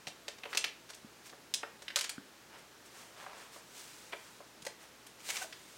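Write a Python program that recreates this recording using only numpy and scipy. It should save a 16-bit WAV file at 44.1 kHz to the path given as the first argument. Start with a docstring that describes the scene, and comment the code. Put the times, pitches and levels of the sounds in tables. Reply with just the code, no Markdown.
"""At a kitchen sink, a small paper packet of powder is shaken empty over a plastic basin,
then carried off and crumpled. The paper buckles in sharp snaps, rubs softly between the
fingers and crunches when squeezed; a few soft knocks and hollow tones come with the handling.
The small, hard room answers each snap with an echo. Under it all lie a faint hiss and mains hum."""
import sys
import numpy as np
from scipy import signal
from scipy.fft import rfft, irfft
from scipy.io import wavfile

SR = 44100
rng = np.random.default_rng(int(sys.argv[2]) if len(sys.argv) > 2 else 0)


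def log_audio(samples):
    """Write samples as a 16-bit WAV file to the path given in sys.argv[1]."""
    # one column per channel
    frames = np.atleast_2d(samples).T
    # limit to full scale, then quantise
    limited = np.clip(frames, -1, 1)
    pcm = np.round(limited * 32767).astype(np.int16)
    wavfile.write(sys.argv[1], SR, pcm)


N = 254744
TIME = np.arange(N) / SR

# Folds that snap: t/s, level/dB, lowest ringing f/Hz, top edge f/Hz, low flap within the snap/dB
PAPER_SNAPS = [(0.07, -38.5, 2680, 5300, 2.5), (0.08, -44.5, 2780, 8000, -3), (0.2815, -37, 1960, 6250, 5),
               (0.384, -53, 400, 6200, -6), (0.435, -41, 2400, 3320, -1), (0.455, -41, 394, 3040, 4.5),
               (0.53, -36.5, 1510, 3930, -2), (0.549, -35.5, 380, 5860, 4), (0.573, -25, 2530, 7800, -11.5),
               (0.642, -28.5, 1980, 5270, -3.5), (0.891, -52, 1190, 6600, -3),
               (0.901, -45.5, 1390, 8900, 5), (0.933, -52, 2600, 5500, -15),
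               (0.946, -50.5, 5530, 10100, -12), (1.295, -51, 1700, 6900, -9),
               (1.328, -49.5, 366, 1580, -15), (1.5395, -27.5, 3570, 8700, -12.5),
               (1.632, -36, 1070, 2250, -0.5), (1.821, -48, 600, 8050, 5), (1.881, -38, 2240, 4350, -26),
               (1.903, -42.5, 1750, 3680, -6), (1.9596, -25.5, 2600, 8400, -7.5),
               (1.969, -33, 1260, 6430, -10), (1.9888, -33, 2130, 8700, -4.5), (2.01, -32, 1900, 8400, -14),
               (2.043, -36, 1570, 7000, -10), (2.094, -35.5, 1870, 10000, -2.5),
               (3.2634, -42.5, 1140, 1810, 0), (3.5596, -50.5, 728, 1400, 4), (4.124, -44.5, 367, 3920, -8),
               (4.131, -37, 1580, 2760, 2), (4.403, -49.5, 364, 1830, 3), (4.621, -50, 2640, 8900, -5),
               (4.651, -45, 500, 9500, 5), (4.666, -38.5, 1850, 8800, 9.5),
               (5.0664, -50.5, 3000, 13500, -9), (5.2897, -39, 2000, 7400, 6.5),
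               (5.368, -36, 1500, 7100, -12), (5.526, -44.5, 1800, 5000, -21)]
# Squeezes of the crumpled packet: middle t/s, level/dB, half-length/s
PACKET_SQUEEZES = [(5.207, -56.5, 0.0092), (5.3044, -34, 0.0048), (5.342, -54, 0.041), (5.359, -43, 0.0064),
                   (5.426, -43.5, 0.0076)]
# Tone colour of crunching paper: f/Hz, level/dB
CRUNCH_SPECTRUM = [(150, -32), (400, -11), (900, -6), (1500, -8), (2200, 11), (3000, 3.5), (4500, -3),
                   (7300, 4.5), (10000, -6), (16000, -15)]
# Finger strokes over the packet: fastest moment t/s, rise time/s, rub level/dB, rustle level/dB
FINGER_STROKES = [(0.52, 0.016, -55, -55.5), (1.266, 0.01, -66, -53.5), (2.545, .024, -54.5, -73),
                  (2.59, 0.01, -69, -60.5), (2.863, .008, -70, -57.5), (2.985, 0.046, -58, -56.5),
                  (3.21, 0.032, -52.5, -58.5), (3.33, 0.042, -54, -76), (3.40, 0.034, -56.5, -57.5),
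                  (3.55, 0.021, -61, -55), (3.79, 0.031, -62.5, -52), (3.90, 0.14, -66, -56.5),
                  (4.26, 0.061, -66, -61.5), (4.825, 0.018, -60.5, -59.5), (5.302, 0.03, -54.5, -43),
                  (5.375, 0.03, -54, -47.5), (5.425, .011, -50, -46.5), (5.69, 0.27, -70, -60)]
# Tone colour of skin rubbing on paper: f/Hz, level/dB
RUB_SPECTRUM = [(200, -13), (500, 2.5), (1000, 4.5), (1800, 1.5), (3000, -3), (6000, -14), (16000, -52)]
# Tone colour of paper sliding on paper: f/Hz, level/dB
RUSTLE_SPECTRUM = [(500, -59), (1500, -6), (3000, -6), (6000, -5), (8500, -5.5), (11000, -13.5),
                   (16000, -17)]
# Brief hollow tones as the packet is handled: t/s, f/Hz, level/dB, time to fade by 60 dB/s
HOLLOW_TONES = [(4.666, 530, -28.5, 0.045), (4.666, 1970, -28.5, 0.023), (5.414, 749, -37.5, 0.078),
                (5.418, 1514, -36, 0.095), (5.441, 643, -40, 0.12)]
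# Soft knocks: t/s, thud f/Hz, level/dB, tick compared with the thud/dB
SOFT_KNOCKS = [(0.072, 149, -41.5, -30), (1.046, 238, -38, -41), (2.181, 262, -33.5, -3),
               (4.626, 143, -46, -30)]
# Strength of the kitchen's echo: f/Hz, level/dB
ECHO_SPECTRUM = [(150, -4.5), (400, -2.5), (640, -3.5), (1200, -7), (2100, -6.5), (3000, -8), (4300, -7.5),
                 (7000, -5), (10000, -4), (15000, -20)]
# Length of the kitchen's echo: f/Hz, time to fade by 60 dB/s
ECHO_FADE_TIMES = [(150, 0.38), (1000, 0.3), (4000, 0.34), (8000, 0.2), (15000, 0.16)]
# Tone colour of the faint hiss: f/Hz, level/dB
HISS_SPECTRUM = [(15, -42), (25, -26), (102, -8.5), (175, -2.5), (326, -1), (394, -1), (796, -5.5),
                 (863, -3.5), (962, -5), (1610, -5.5), (2000, -7.5), (6210, -12), (10700, -19),
                 (14800, -21.5), (16000, -23)]
# Tones of the mains hum: f/Hz, level/dB
MAINS_HUM = [(59.6, -82), (120, -80)]


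def paper_snaps(flutter_s=0.0077, flutter_fall_db=4, settle_db=-13, settle_s=0.012,
                crack_size=6, full_force_db=-38, rise_s=0.0033, crisp_hz=7900):
    """A fold pops with a crack, the sheet flutters for a few milliseconds, then settles."""
    out, t = np.zeros(N), np.arange(SR // 16) / SR
    flutter = from_db(-flutter_fall_db * t / flutter_s)
    settle = from_db(settle_db) * np.exp((flutter_s - t) / settle_s)
    fade = np.where(t < flutter_s, flutter, settle)
    for s, level_db, ring_hz, top_hz, flap_db in PAPER_SNAPS:
        # a forceful fold starts with a full crack, a gentle one swells
        force = min(1, from_db((level_db - full_force_db) / 2))
        swell = 1 - (1 - force) * np.exp(-t / rise_s)
        push, sway, fibres = rng.standard_normal((3, len(t))) * fade * swell
        push[0] = fibres[0] = crack_size * force
        # a small stiff patch of paper sounds high, a large slack one low
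        patch = cut(paper_patch(push, ring_hz), top_hz, "low", order=4)
        flap = from_db(flap_db) * band(sway, low_hz=380, high_hz=950)
        # crisper folds sizzle more: 12.5 dB for each octave the top edge rises
        sizzle_db = -6 + 12.5 * np.log2(top_hz / crisp_hz)
        sizzle = from_db(sizzle_db) * band(fibres, low_hz=2300, high_hz=8300, order=1)
        snap = patch + flap + sizzle
        strength = np.sqrt(np.sum(snap ** 2) / (flutter_s * SR))
        add(out, s, from_db(level_db) * snap / strength)
    return out


def paper_patch(push, hz, q=1.36):
    """A flat patch of paper rings at its lowest note and gives off little below; higher q rings longer."""
    angle = 2 * np.pi * hz / SR
    damping = np.sin(angle) / (2 * q)
    high_pass = (1 + np.cos(angle)) / 2 * np.array([1, -2, 1])
    feedback = [1 + damping, -2 * np.cos(angle), 1 - damping]
    return signal.lfilter(high_pass, feedback, push)


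def squeezes():
    """Many small creases give way together under each squeeze."""
    force = sum(from_db(db) * np.exp(-((TIME - s) / half_s) ** 2 / 2)
                for s, db, half_s in PACKET_SQUEEZES)
    return force * coloured(fibre_clicks(per_s=4900, spread_db=3.0), CRUNCH_SPECTRUM)


def sliding_fingers():
    """Skin on paper gives a dull rub, paper on paper a brighter rustle; both grow with the hand's speed."""
    rub_power = rustle_power = 0
    for s, rise_s, rub_db, rustle_db in FINGER_STROKES:
        speed = stroke_speed(s, rise_s)
        rub_power += (from_db(rub_db) * speed) ** 2
        rustle_power += (from_db(rustle_db) * speed) ** 2
    rub = coloured(fibre_clicks(per_s=12000, spread_db=5.5), RUB_SPECTRUM)
    rustle = coloured(fibre_clicks(per_s=14000, spread_db=3.5), RUSTLE_SPECTRUM)
    return np.sqrt(rub_power) * rub + np.sqrt(rustle_power) * rustle


def stroke_speed(fastest_s, rise_s, slowdown_ratio=1.59):
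    """A bell curve of height 1: the hand speeds up, then takes longer to slow down."""
    width_s = np.where(TIME < fastest_s, rise_s, rise_s * slowdown_ratio)
    return 1 / np.cosh(np.clip((TIME - fastest_s) / width_s, -20, 20))


def fibre_clicks(per_s, spread_db):
    """Paper fibres catch and let go: random clicks of uneven size."""
    sizes = from_db(spread_db * np.minimum(rng.exponential(1, N), 4))
    lets_go = rng.random(N) < per_s / SR
    return lets_go * sizes * rng.choice([-1, 1], N)


def hollow_tones(rise_s=0.0023):
    """Short hollow tones swell and die away."""
    out, t = np.zeros(N), np.arange(SR // 5) / SR
    swell = 1 - np.exp(-t / rise_s)
    for s, hz, level_db, fade_s in HOLLOW_TONES:
        add(out, s, from_db(level_db) * swell * ring(t, hz, fade_s))
    return out


def knocks():
    """Each padded blow makes a low thud, with a tick if the contact is hard."""
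    out, t = np.zeros(N), np.arange(SR // 8) / SR
    for s, thud_hz, level_db, tick_db in SOFT_KNOCKS:
        thud = ring(t, thud_hz, fade_s=0.034)
        tick = from_db(tick_db) * ring(t, hz=1500, fade_s=0.015)
        add(out, s, from_db(level_db) * (thud + tick))
    return cut(out, hz=130, kind="high")   # a small body gives off little bass


def kitchen_echo(sound, first_echo_s=0.0046, build_s=0.00033):
    """Sound bounces off tiles, counter and basin; the highest tones die first."""
    t, echo = np.arange(SR // 2) / SR, 0
    onset = 1 - np.exp(-np.maximum(t - first_echo_s, 0) / build_s)
    edges_hz = np.geomspace(100, 18000, 19)
    for low, high in zip(edges_hz, edges_hz[1:]):
        middle_hz = np.sqrt(low * high)
        fade = onset * from_db(-60 * t / at_hz(ECHO_FADE_TIMES, middle_hz))
        tail = rms_one(band(rng.standard_normal(len(t)), low, high, order=3) * fade)
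        band_share = np.sqrt(2 * (high - low) / SR / len(t))   # wider bands carry more energy
        echo += from_db(at_hz(ECHO_SPECTRUM, middle_hz)) * tail * band_share
    return signal.fftconvolve(sound, echo)[:N]


def hum_and_hiss(hiss_db=-58):
    """The mains supply hums in two low tones beside a steady hiss."""
    hum = sum(from_db(db) * np.sqrt(2) * np.sin(2 * np.pi * (hz * TIME + rng.random()))
              for hz, db in MAINS_HUM)
    hiss = from_db(hiss_db) * coloured(rng.standard_normal(N), HISS_SPECTRUM)
    return hum + hiss


def from_db(db):
    """Turn decibels into a number to multiply by."""
    return 10 ** (np.asarray(db) / 20)


def rms_one(x):
    """Scale a sound so its average strength (rms) is 1."""
    return x / np.sqrt(np.mean(x ** 2) + 1e-20)


def at_hz(table, hz):
    """Read between a table's rows, with octaves evenly spaced."""
    freqs, values = np.transpose(table)
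    return np.interp(np.log(hz + 1e-9), np.log(freqs), values)


def coloured(x, spectrum):
    """Give a steady noise a tone colour, at strength 1."""
    gains = from_db(at_hz(spectrum, np.fft.rfftfreq(N, 1 / SR)))
    return rms_one(irfft(rfft(x) * gains, N))


def band(x, low_hz, high_hz, order=2):
    """Keep what lies between two frequencies."""
    edges = np.clip([low_hz, high_hz], [10, 20], [.4 * SR, .45 * SR])
    return signal.sosfilt(signal.butter(order, edges, "band", fs=SR, output="sos"), x)


def cut(x, hz, kind, order=2):
    """Keep the "low" or the "high" side of a frequency."""
    return signal.sosfilt(signal.butter(order, min(hz, .45 * SR), kind, fs=SR, output="sos"), x)


def ring(t, hz, fade_s):
    """A pure tone that fades by 60 dB in fade_s."""
    return np.sin(2 * np.pi * hz * t) * from_db(-60 * t / fade_s)


def add(out, s, sound):
    """Mix a sound in, starting at s seconds."""
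    start = max(round(s * SR), 0)
    out[start:start + len(sound)] += sound[:N - start]


def scene(handling_echo_db=-5):
    """Mix the packet, its echo and the background, the same in both channels."""
    snaps = paper_snaps()
    handling = squeezes() + hollow_tones() + knocks()
    echo = kitchen_echo(snaps + from_db(handling_echo_db) * handling)
    mono = snaps + handling + echo + sliding_fingers() + hum_and_hiss()
    return np.array([mono, mono])


def record(dry, cutoff_hz=16000):
    """Cut off the very highest tones steeply."""
    return signal.sosfilt(signal.ellip(10, .1, 70, cutoff_hz, fs=SR, output="sos"), dry)


dry = scene()
out = record(dry)
log_audio(out)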